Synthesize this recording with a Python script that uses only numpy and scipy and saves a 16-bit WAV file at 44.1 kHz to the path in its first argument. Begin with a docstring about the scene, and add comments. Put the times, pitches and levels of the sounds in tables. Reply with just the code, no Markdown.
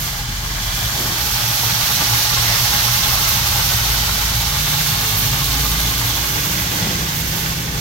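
"""Frying at an outdoor stall

Meat fries in a big metal pot over a large gas burner; the microphone moves in over the rim and back.
Up close, steam bubbles in the fat hiss and spit, the flame rumbles, and the hollow of the pot rings.
A few soft bumps sound nearby. Down the street one engine drones and another slowly gathers speed."""
import sys
import numpy as np
from scipy import signal
from scipy.fft import rfft, irfft
from scipy.io import wavfile

SR = 44100
rng = np.random.default_rng(int(sys.argv[2]) if len(sys.argv) > 2 else 0)


def generate_wav(sig):
    """Save sig (samples, or channels by samples) to the path in sys.argv[1] as 16-bit PCM at SR."""
    pcm = np.round(np.clip(np.atleast_2d(sig).T, -1, 1) * 32767).astype(np.int16)
    wavfile.write(sys.argv[1], SR, pcm)


N = 344112
TIME = np.arange(N) / SR
FREQ = np.fft.rfftfreq(N, 1 / SR)
OVER_POT_S, OVER_POT_SPAN_S = 4.3, 9.3  # microphone over the pot: middle, span
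IN_MOUTH_S, IN_MOUTH_SPAN_S = 2.43, 3.3  # microphone dipping into its mouth: middle, span


# The fat, loudest straight above the mouth: (time [s], hiss level [dB], relative top fizz [dB])
FRYING_LEVELS = [(0, -28, -1.5), (0.17, -29.5, -5.5), (0.25, -31.5, -10), (0.5, -29.5, -8.5),
                 (0.86, -26, -4), (1.05, -26, -3.5), (1.3, -25, -1.5), (2, -22.5, -2.5), (2.3, -22.5, -4),
                 (2.7, -22, -2.5), (3.9, -23.5, -2.5), (4.45, -25, -3.5), (4.75, -23.5, -2.5),
                 (5.2, -24.5, -2), (6.6, -25.5, -2), (6.88, -25, -9), (7.15, -28, -2), (7.45, -27, -3),
                 (7.73, -31, -7), (7.8, -28.5, -6)]
# The hiss at close range: (frequency [Hz], relative level [dB])
HISS_SPECTRUM = [(1060, -18.5), (1800, -24), (2100, -10), (2800, -0.5), (3330, 1.5), (4450, 0.5),
                 (4920, -1.9), (5590, -1.5), (6340, 0.2), (7000, -4), (7700, -7), (8500, -7), (10000, -9),
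                 (10800, -9), (11450, -3.5), (15800, -5)]

def frying(hiss_db=2.0, spit_db=-6.5, fizz_db=3.5, surge_db=0.46, sputter_db=1.8):
    """Countless bubbles merge to a hiss; its top fizz sputters and beams straight out of the pot."""
    level, beam = follow(FRYING_LEVELS)
    hiss = gain_of(hiss_db) * turbulence(gain_of(read(HISS_SPECTRUM)))
    sizzle = hiss + gain_of(spit_db) * spits()
    fizz = colour(sizzle, 1 / (1 + (9500 / (FREQ + 1)) ** 6))  # above 9.5 kHz
    fizz_gain = gain_of(beam + fizz_db + sputter_db * np.tanh(waver(14)))
    return (sizzle - fizz + fizz * fizz_gain) * gain_of(level + surge_db * waver(19))


def spits(per_s=1500, spread_db=2.3, places=12):
    """Tiny steam bubbles burst in the fat; each snap scatters briefly off the metal walls."""
    size = gain_of(spread_db * np.minimum(rng.exponential(1, N), 4.3))
    bursts = size * (rng.random(N) < per_s / SR)
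    place = rng.integers(0, places, N)
    age = TIME[:512]
    decay = np.exp(-age / 0.0005) + 0.14 * np.exp(-age / 0.0036)
    paths = rng.standard_normal((places, 2, len(age))) * decay
    snaps = sum(signal.oaconvolve((bursts * (place == k))[None], path, axes=1)[:, :N]
                for k, path in enumerate(paths))
    return evened(colour(snaps, gain_of(read(HISS_SPECTRUM)) * sides(read(PORT_BALANCE))))


# Steam, close and to the right: (time [s], relative level [dB], length [s], centre [Hz], width [Hz])
STEAM_SPURTS = [(0.721, -36, 0.37, 3370, 170), (2.18, -24, 0.07, 13000, 4030),
                (2.495, -30.5, 0.17, 2080, 350), (3.044, -24, 0.037, 3450, 480),
                (3.14, -24, 0.054, 13000, 4000), (3.297, -22, .04, 13000, 4000),
                (3.654, -25, 0.067, 13020, 3950), (4.72, -34, 0.28, 3700, 502),
                (5.189, -23.5, 0.08, 12900, 4020), (5.868, -32, .07, 3400, 246),
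                (6.108, -30, 0.073, 3430, 297), (6.85, -36, .08, 3450, 200)]

def spurts(level_db=-1, balance_db=-5):
    """Pockets of steam escape from under the meat, each with a brief hiss of its own pitch."""
    out = np.zeros((2, N))
    for s, db, length, hz, width in STEAM_SPURTS:
        band = signal.butter(2, [hz - width / 2, hz + width / 2], "band", fs=SR, output="sos")
        steam = evened(signal.sosfilt(band, rng.standard_normal((2, N))))
        out += gain_of(db + level_db) * swell(s, length) * steam
    return sides(balance_db) * out


# Gurgles down in the pot: (time [s], relative level [dB], pitch [Hz])
LARGE_BUBBLES = [(1.624, -10, 930), (1.801, -15, 936), (2.089, -11, 960), (2.495, -11, 824),
                 (2.672, -13, 860), (2.834, -9, 864), (3.123, -8, 820), (3.229, -7, 1070),
                 (3.365, -10, 860), (3.547, -7, 820), (3.849, -12, 779), (4.076, -8, 1230),
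                 (4.419, -13, 820), (4.759, -20, 1080), (6.267, -15, 1176), (6.441, -10, 1220)]

def bubbles(level_db=-14, rise_s=0.00087, ring_s=0.006, gap_s=0.004, weaker_db=-0.65, scatter=0.0505):
    """Large bubbles break in the juices, each a run of nine ever smaller plops of nearby pitch."""
    out = np.zeros(N)
    for s, db, hz in LARGE_BUBBLES:
        for k, (late, detune, phase) in enumerate(rng.uniform(-1, 1, (9, 3))):
            start = round((s + k * gap_s * (1 + late / 2)) * SR)
            part = out[start:start + SR // 5]
            age = TIME[:len(part)]
            ring = (1 - np.exp(-age / rise_s)) * np.exp(-age / ring_s)
            tone = np.sin(2 * np.pi * hz * (1 + k * scatter * detune) * age + np.pi * phase)
            part += gain_of(db + level_db + k * weaker_db) * ring * tone
    return out


# Broad colour of the air between the pot's walls: (frequency [Hz], relative level [dB])
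HOLLOW_SPECTRUM = [(250, -49), (510, -10.5), (600, -6), (720, -2.5), (1000, -7.5), (1500, 1.5), (2100, 2),
                   (3000, -6.5), (5000, -15)]
# Air modes of the pot, heard at its mouth: (frequency [Hz], width [Hz], relative level [dB])
AIR_MODES = [(440, 5.9, 2), (837, 24, 8), (923, 35, 3), (1077, 25, 6), (1182, 43, 5), (1495, 45, 0.5),
             (1683, 39, -5.5), (2680, 55, -9), (3090, 51, -2), (3470, 55, -5), (3750, 50, -7)]

def hollow(level_db=-26.0, mouth_db=-23, falloff=0.88, balance_db=-0.6, boil_db=1.0, gurgle_db=3.5):
    """Boiling juices ring the air in the pot; each mode swells alone, all fade away from the mouth."""
    hiss_level, _ = follow(FRYING_LEVELS)
    walls = gain_of(read(HOLLOW_SPECTRUM))
    air = np.linalg.norm(walls) * turbulence(walls)
    for hz, width, db in AIR_MODES:
        mode = gain_of(db) * resonance(hz, width)
        ringing = turbulence(mode) * gain_of(gurgle_db * np.tanh(waver(23)))
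        air += np.linalg.norm(mode) * evened(ringing)
    level = level_db + falloff * (hiss_level - mouth_db) + boil_db * waver(22)
    return gain_of(level) * sides(balance_db) * evened(air)


def pot_walls(x, echo=0.37, decay_s=0.007, positions=16):
    """Echoes between the metal walls ripple the midrange; the pattern shifts as the microphone moves."""
    midrange = colour(x, FREQ ** 2 / (FREQ ** 2 + 900 ** 2) / np.hypot(1, (FREQ / 3800) ** 2))
    position = TIME / TIME[-1] * (positions - 1)
    delay = TIME[:1536]
    echoes = np.zeros((2, N))
    for k in range(positions):
        taps = rng.standard_normal((2, len(delay))) * np.exp(-delay / decay_s) * (delay > 0.001)
        taps /= np.linalg.norm(taps, axis=1, keepdims=True)
        near = np.cos(np.pi / 2 * np.clip(position - k, -1, 1))
        echoes += near * signal.oaconvolve(midrange, taps, axes=1)[:, :N]
    return x + echo * echoes


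# Peaks and dips with the microphone beside the rim, above the mouth and drawn back from the pot:
# (centre [Hz], width [Hz], left gain [dB], right gain [dB])
RIM_BANDS = [(750, 150, 3, 3), (845, 55, -1, -3.5), (1050, 210, 3.5, -1), (1600, 270, 4.5, -4),
             (1950, 250, 1.5, -1), (2670, 410, -7, 0.5), (3820, 420, -6, -2.5), (4770, 860, 6.5, -3),
             (5460, 450, 1, 1), (7300, 560, 0, 4), (11800, 2200, 3.5, -0.5)]
MOUTH_BANDS = [(587.5, 62, 4.5, 1.5), (890, 170, 2, 0.5), (1360, 280, 3.5, 0.5), (4450, 570, 3, 1.5),
               (5580, 1100, 1.7, 3.5)]
BACK_BANDS = [(2020, 1600, -1, 2.5), (3410, 102, -2, 3), (4000, 1200, -1.5, -3), (610, 120, 4, 3),
              (9600, 1940, -2, -0.5), (14940, 2400, -3, 1.5)]

def standing_waves(x, over_rim_s=1.13, draw_back_s=6.16, move_s=0.13):
    """Standing waves give the pot a different colour at each place the microphone passes."""
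    def bands(rows):
        return gain_of(sum(np.array([[left], [right]]) * np.exp(-(2 * (FREQ - hz) / width) ** 2)
                           for hz, width, left, right in rows))
    beside = (1 - np.tanh((TIME - over_rim_s) / move_s)) / 2
    above = (1 - beside) * swell(IN_MOUTH_S, IN_MOUTH_SPAN_S)
    back = (1 + np.tanh((TIME - draw_back_s) / move_s)) / 2
    shaded = colour(x, bands([(2000, 2000, 0, -2.5)]))  # the right port is shaded around 2 kHz
    places = [(beside, RIM_BANDS), (above, MOUTH_BANDS), (back, BACK_BANDS)]
    return shaded + sum(near * colour(shaded, bands(rows) - 1) for near, rows in places)


# The flame, close under the pot: (frequency [Hz], relative level [dB])
RUMBLE_SPECTRUM = [(15, -20), (35, -8), (60, 0), (88, -4.5), (125, -3.5), (165, -6), (210, -13.5),
                   (320, -28.5), (600, -52)]
# The flame surges: (time [s], relative level [dB], length [s])
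FLAME_SURGES = [(0.833, -23.5, 0.074), (1.354, -26, .07), (1.478, -24.5, 0.13), (1.664, -23, 0.067),
                (2.128, -18, 0.089), (2.4, -21, 0.16), (2.615, -22.5, 0.13), (2.919, -21, 0.22),
                (3.119, -27, 0.12), (3.752, -19, 0.047), (3.82, -19, 0.034), (4.374, -19.5, 0.1),
                (6.033, -21, 0.072)]
# The flame falters: (time [s], depth [dB], length [s])
FLAME_LULLS = [(1.16, -3, .05), (1.266, -4, 0.045), (1.405, -4, .04), (1.575, -6, .05), (1.873, -5, 0.057),
               (2.236, -5, 0.078), (2.72, -4, .04), (3.47, -3, 0.037), (5.094, -7, 0.062), (6.263, -6, .09)]

def burner(rumble_db=-29.0, away_db=-2.0, buffet_db=0.7, throb_hz=117.9, throb_db=-32.0,
           unrest_db=2.5, surge_db=-2.8, wobble=0.037):
    """The flame rumbles and falters; the gap under the pot throbs, and a surge locks on to its pitch."""
    over = swell(OVER_POT_S, OVER_POT_SPAN_S)
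    lull = gain_of(sum(db * swell(s, length) for s, db, length in FLAME_LULLS))
    rumble_gain = gain_of(rumble_db + away_db * (1 - over) + buffet_db * waver(12))
    rumble = rumble_gain * turbulence(gain_of(read(RUMBLE_SPECTRUM)))
    throb = turbulence(resonance(throb_hz, width=18.4) ** 2)
    throb = evened(throb / np.sqrt(abs(signal.hilbert(throb[0])) ** 2 + 0.58))  # the swing saturates
    swing = gain_of(throb_db + unrest_db * waver(6.6)) * np.sqrt(over)
    surges = sum(gain_of(db + surge_db) * swell(s, length) for s, db, length in FLAME_SURGES)
    locked = evened(np.sin(2 * np.pi * cycles(throb_hz, wobble, waver_hz=12)))
    throb_gain = swing ** 2 / np.hypot(swing, surges)  # gives way to the locked tone in a surge
    return lull * (rumble + throb_gain * throb) + surges * locked


# Roar of the near flame and the street beyond: (frequency [Hz], relative level [dB])
ROAR_SPECTRUM = [(100, -9), (200, 0.5), (300, 1), (480, -3), (800, -18), (1600, -32), (4000, -18)]

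def roar(flame_db=-40, away_db=-5, street_db=-38.5, nearest_s=7.1, passing_s=0.73, flutter_db=2.0):
    """The flame roars loudest at the pot's mouth; the street joins in as an engine comes near."""
    flame = gain_of(flame_db + away_db * (1 - swell(IN_MOUTH_S, IN_MOUTH_SPAN_S)))
    street = gain_of(street_db) / np.hypot(1, (TIME - nearest_s) / passing_s)
    flutter = gain_of(flutter_db * waver(15))
    return np.hypot(flame, street) * flutter * turbulence(gain_of(read(ROAR_SPECTRUM)))


# Thuds, swells, a tick and a ring, near the microphone:
# (time [s], level [dB], rise [s], decay [s], centre [Hz], spread [octaves])
NEARBY_BUMPS = [(.867, -23.5, 0.008, 0.02, 69, 0.26), (.98, -30.5, 0.04, 0.14, 257, 1.1),
                (1.12, -41, .04, 0.15, 335, 0.04), (2.017, -20, 0.0054, 0.0074, 1120, 1.6),
                (2.03, -33.5, 0.028, 0.023, 330, 0.46), (3.65, -29, 0.59, 0.51, 71.6, 0.28),
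                (6.73, -31.5, 0.033, 0.1, 342, 0.69), (6.865, -28, 0.018, 0.077, 310, 0.85),
                (6.875, -23.5, 0.078, 0.12, 184, 0.16)]

def bumps():
    """Soft thuds and low swells, one short tick and one faint brief ring, each a band of noise."""
    out = np.zeros((2, N))
    for s, db, rise, decay, hz, octaves in NEARBY_BUMPS:
        envelope = np.exp(-np.maximum((s - TIME) / rise, (TIME - s) / decay))
        band = np.exp(-0.5 * (np.log2((FREQ + 1) / hz) / octaves) ** 2)
        out += gain_of(db) * envelope * turbulence(band)
    return out


# An engine down the street, a little to the left: (time [s], relative level [dB])
ENGINE_LEVELS = [(0, -45), (3.4, -37.5), (4.6, -38.5), (5.3, -31), (6.2, -31), (6.9, -31), (7.8, -32)]
# Its exhaust, heard from the stall: (frequency [Hz], relative level [dB])
EXHAUST_SPECTRUM = [(50, 0.5), (100, -2.5), (160, 8.5), (200, -5), (280, -1), (380, -7.5), (480, -6),
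                    (600, -6)]
# The street booms as it drives along, and once the pot's lowest air mode picks up a high order: (time [s],
# length [s], rough pitch [Hz], relative level [dB])
ENGINE_BOOMS = [(3.5, 0.65, 87, -35), (3.68, 0.47, 138, -30.5), (4.037, 0.34, 162, -32),
                (4.754, 0.6, 151, -24), (5.09, 0.25, 442, -38), (5.234, 0.49, 106, -24),
                (5.27, 0.53, 239, -37.5), (5.454, 0.4, 135, -23), (5.578, 0.16, 274, -34.5),
                (5.72, 0.22, 167, -27), (5.883, 0.25, 255, -37.5), (6.333, 0.18, 384, -40.5),
                (6.397, 0.36, 297, -37), (6.548, 0.41, 181, -30.5), (6.917, .35, 312, -43),
                (7.0, .8, 94, -35), (7.35, 1.5, 162, -26.5), (7.677, 0.56, 133, -31)]

def accelerating_engine(cycle_hz=28.71, gain_hz_per_s=2.78, rough_rad=0.035, count=18,
                        level_db=-3.0, boom_db=-3.5, fade_db=2.5, flutter_db=1.2):
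    """A far engine gathers speed and fires unevenly; as street reflections and the pot's lowest mode come into
    tune, one order after another booms."""
    level, = follow(ENGINE_LEVELS)
    speed = cycle_hz + gain_hz_per_s * (TIME - 6)  # reaches cycle_hz at 6 s
    turns = cycles(speed, wobble=0.005, waver_hz=9)
    wavers = [waver(3), waver(17.4), waver(14.4)]
    orders = np.arange(2, count)
    shares = gain_of(read(EXHAUST_SPECTRUM, orders * cycle_hz))
    out = np.zeros(N)
    for k, share in zip(orders, shares / np.linalg.norm(shares)):
        fading, flutter, jitter = np.roll(wavers, k * N // count, axis=1)  # each order wavers apart
        power = (share * gain_of(level + level_db + fade_db * fading)) ** 2
        for s, length, hz, db in ENGINE_BOOMS:
            if round(hz / np.interp(s, TIME, speed)) == k:
                power += (gain_of(db + boom_db) * swell(s, length)) ** 2
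        phase = 2 * np.pi * (k * turns + rng.random()) + rough_rad * k * jitter
        out += np.sqrt(2 * power) * gain_of(flutter_db * flutter) * np.sin(phase)
    return from_left(sides(db=0.5) * out, lag_s=0.00032)


# The other engine, far down the street: (time [s], firing rate [Hz], relative level [dB])
DRONE_FIRING = [(0, 41.6, -33), (.3, 42.7, -26), (.7, 44.6, -22), (.85, 45.9, -38), (1.4, 46.83, -33),
                (2.15, 49.4, -52), (2.4, 50.43, -31), (3.75, 52.8, -29), (3.88, 54.3, -21.5),
                (4.1, 53.9, -24), (4.37, 54.2, -22), (4.55, 54.4, -25), (4.98, 54.2, -30),
                (5.08, 53.6, -42), (5.18, 54, -22), (5.42, 54.9, -26), (5.53, 55.2, -18.5),
                (5.87, 55.8, -20), (6.1, 57.4, -32), (7.8, 60.2, -37)]

def droning_engine(level_db=-4.0, balance_db=1.5, flutter_db=-0.2):
    """Only the firing rate of this engine carries to the stall: a firm, fluttering throb."""
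    firing_hz, level = follow(DRONE_FIRING)
    tone = evened(np.sin(2 * np.pi * cycles(firing_hz, wobble=0.004, waver_hz=10)))
    return sides(balance_db) * gain_of(level + level_db + flutter_db * waver(12)) * tone


# Likeness of the sound at the microphone's two ports: (frequency [Hz], coherence [0-1])
PORT_COHERENCE = [(30, 0.94), (110, 1), (200, 1), (400, 0.84), (850, 0.66), (1100, 0.8), (1400, 0.26),
                  (1800, 0.43), (2400, 0.19), (3300, 0.35), (5000, 0.016), (16000, 0.017)]
# Earlier arrival at the left port: (frequency [Hz], phase lead [rad])
PORT_LEAD = [(0, 0), (110, 0), (250, .08), (400, .25), (550, .22), (850, .42), (1120, .85), (1400, 1.5),
             (1800, 2.7), (2240, 4.9), (3300, 5.9), (4400, 7.8), (16000, 28.8)]
# Level difference between the ports: (frequency [Hz], left minus right [dB])
PORT_BALANCE = [(100, 1.2), (1000, 0), (2600, 0), (3300, -2.5), (4500, -8), (6100, -7.5), (7000, -3.5),
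                (7750, 0.5), (9000, 2), (10800, -3), (11500, -9), (15500, -4)]

def turbulence(gain):
    """Noise of a given colour at the two microphone ports: alike in the bass, unrelated in the treble."""
    left, unrelated = rfft(rng.standard_normal((2, N)))
    coherence = read(PORT_COHERENCE)
    lag = np.exp(-1j * np.interp(FREQ, *np.transpose(PORT_LEAD)))
    right = coherence * lag * left + np.sqrt(1 - coherence ** 2) * unrelated
    return evened(irfft(np.array([left, right]) * gain * sides(read(PORT_BALANCE)), N))


def from_left(x, lag_s):
    """A sound from the left reaches the right port later."""
    return np.array([x[0], np.interp(TIME - lag_s, TIME, x[1])])


def sides(db):
    """Left and right gains for a level difference."""
    return gain_of(np.array([[1], [-1]]) * db / 2)


def gain_of(db):
    """Decibels to amplitude."""
    return 10 ** (np.asarray(db) / 20)


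def evened(x):
    """Scales a sound so that the mean of its channels has rms 1."""
    return x / np.sqrt(np.mean(np.atleast_2d(x).mean(0) ** 2) + 1e-20)


def read(points, hz=FREQ):
    """Reads a spectrum on a log-frequency axis."""
    f, value = np.transpose(points)
    return np.interp(np.log(hz + 1), np.log(f + 1), value)


def follow(rows):
    """The columns of a curve table at every sample."""
    s, *columns = np.transpose(rows)
    return [np.interp(TIME, s, column) for column in columns]


def colour(x, gain):
    """Filters a sound by a gain at every frequency."""
    return irfft(rfft(x) * gain, N)


def resonance(hz, width):
    """Response of one mode, 1 at its centre."""
    return 1 / (1 + 1j * (FREQ ** 2 - hz ** 2) / (width * FREQ + 1e-9))


def swell(s, length):
    """A smooth hump of height 1 around a moment."""
    return np.exp(-np.minimum((2 * (TIME - s) / length) ** 2, 50))


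def waver(hz):
    """Slow random drift of rms 1, up to about hz changes a second."""
    return evened(colour(rng.standard_normal(N), (FREQ > hz / 8) / (1 + (FREQ / hz) ** 4)))


def cycles(hz, wobble, waver_hz):
    """Running count of cycles for a rate that wanders by the share wobble."""
    return np.cumsum(hz * (1 + wobble * waver(waver_hz))) / SR


def scene():
    """Pot, burner and street together; the pot's hollow drifts left as the microphone leaves it."""
    lag_s = np.interp(TIME, [6.1, 7], [0, 0.00014])
    air = from_left(hollow() + bubbles(), lag_s)
    rumble_and_roar = burner() + roar()
    pot = standing_waves(pot_walls(air + frying()))
    return pot + spurts() + rumble_and_roar + droning_engine() + accelerating_engine() + bumps()


def record(dry, edge_hz=15880):
    """The recorder's steep band limit."""
    lowpass = signal.firwin(801, edge_hz, window=("kaiser", 9), fs=SR)
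    return signal.oaconvolve(dry, lowpass[None], "same")


dry = scene()
out = record(dry)
generate_wav(out)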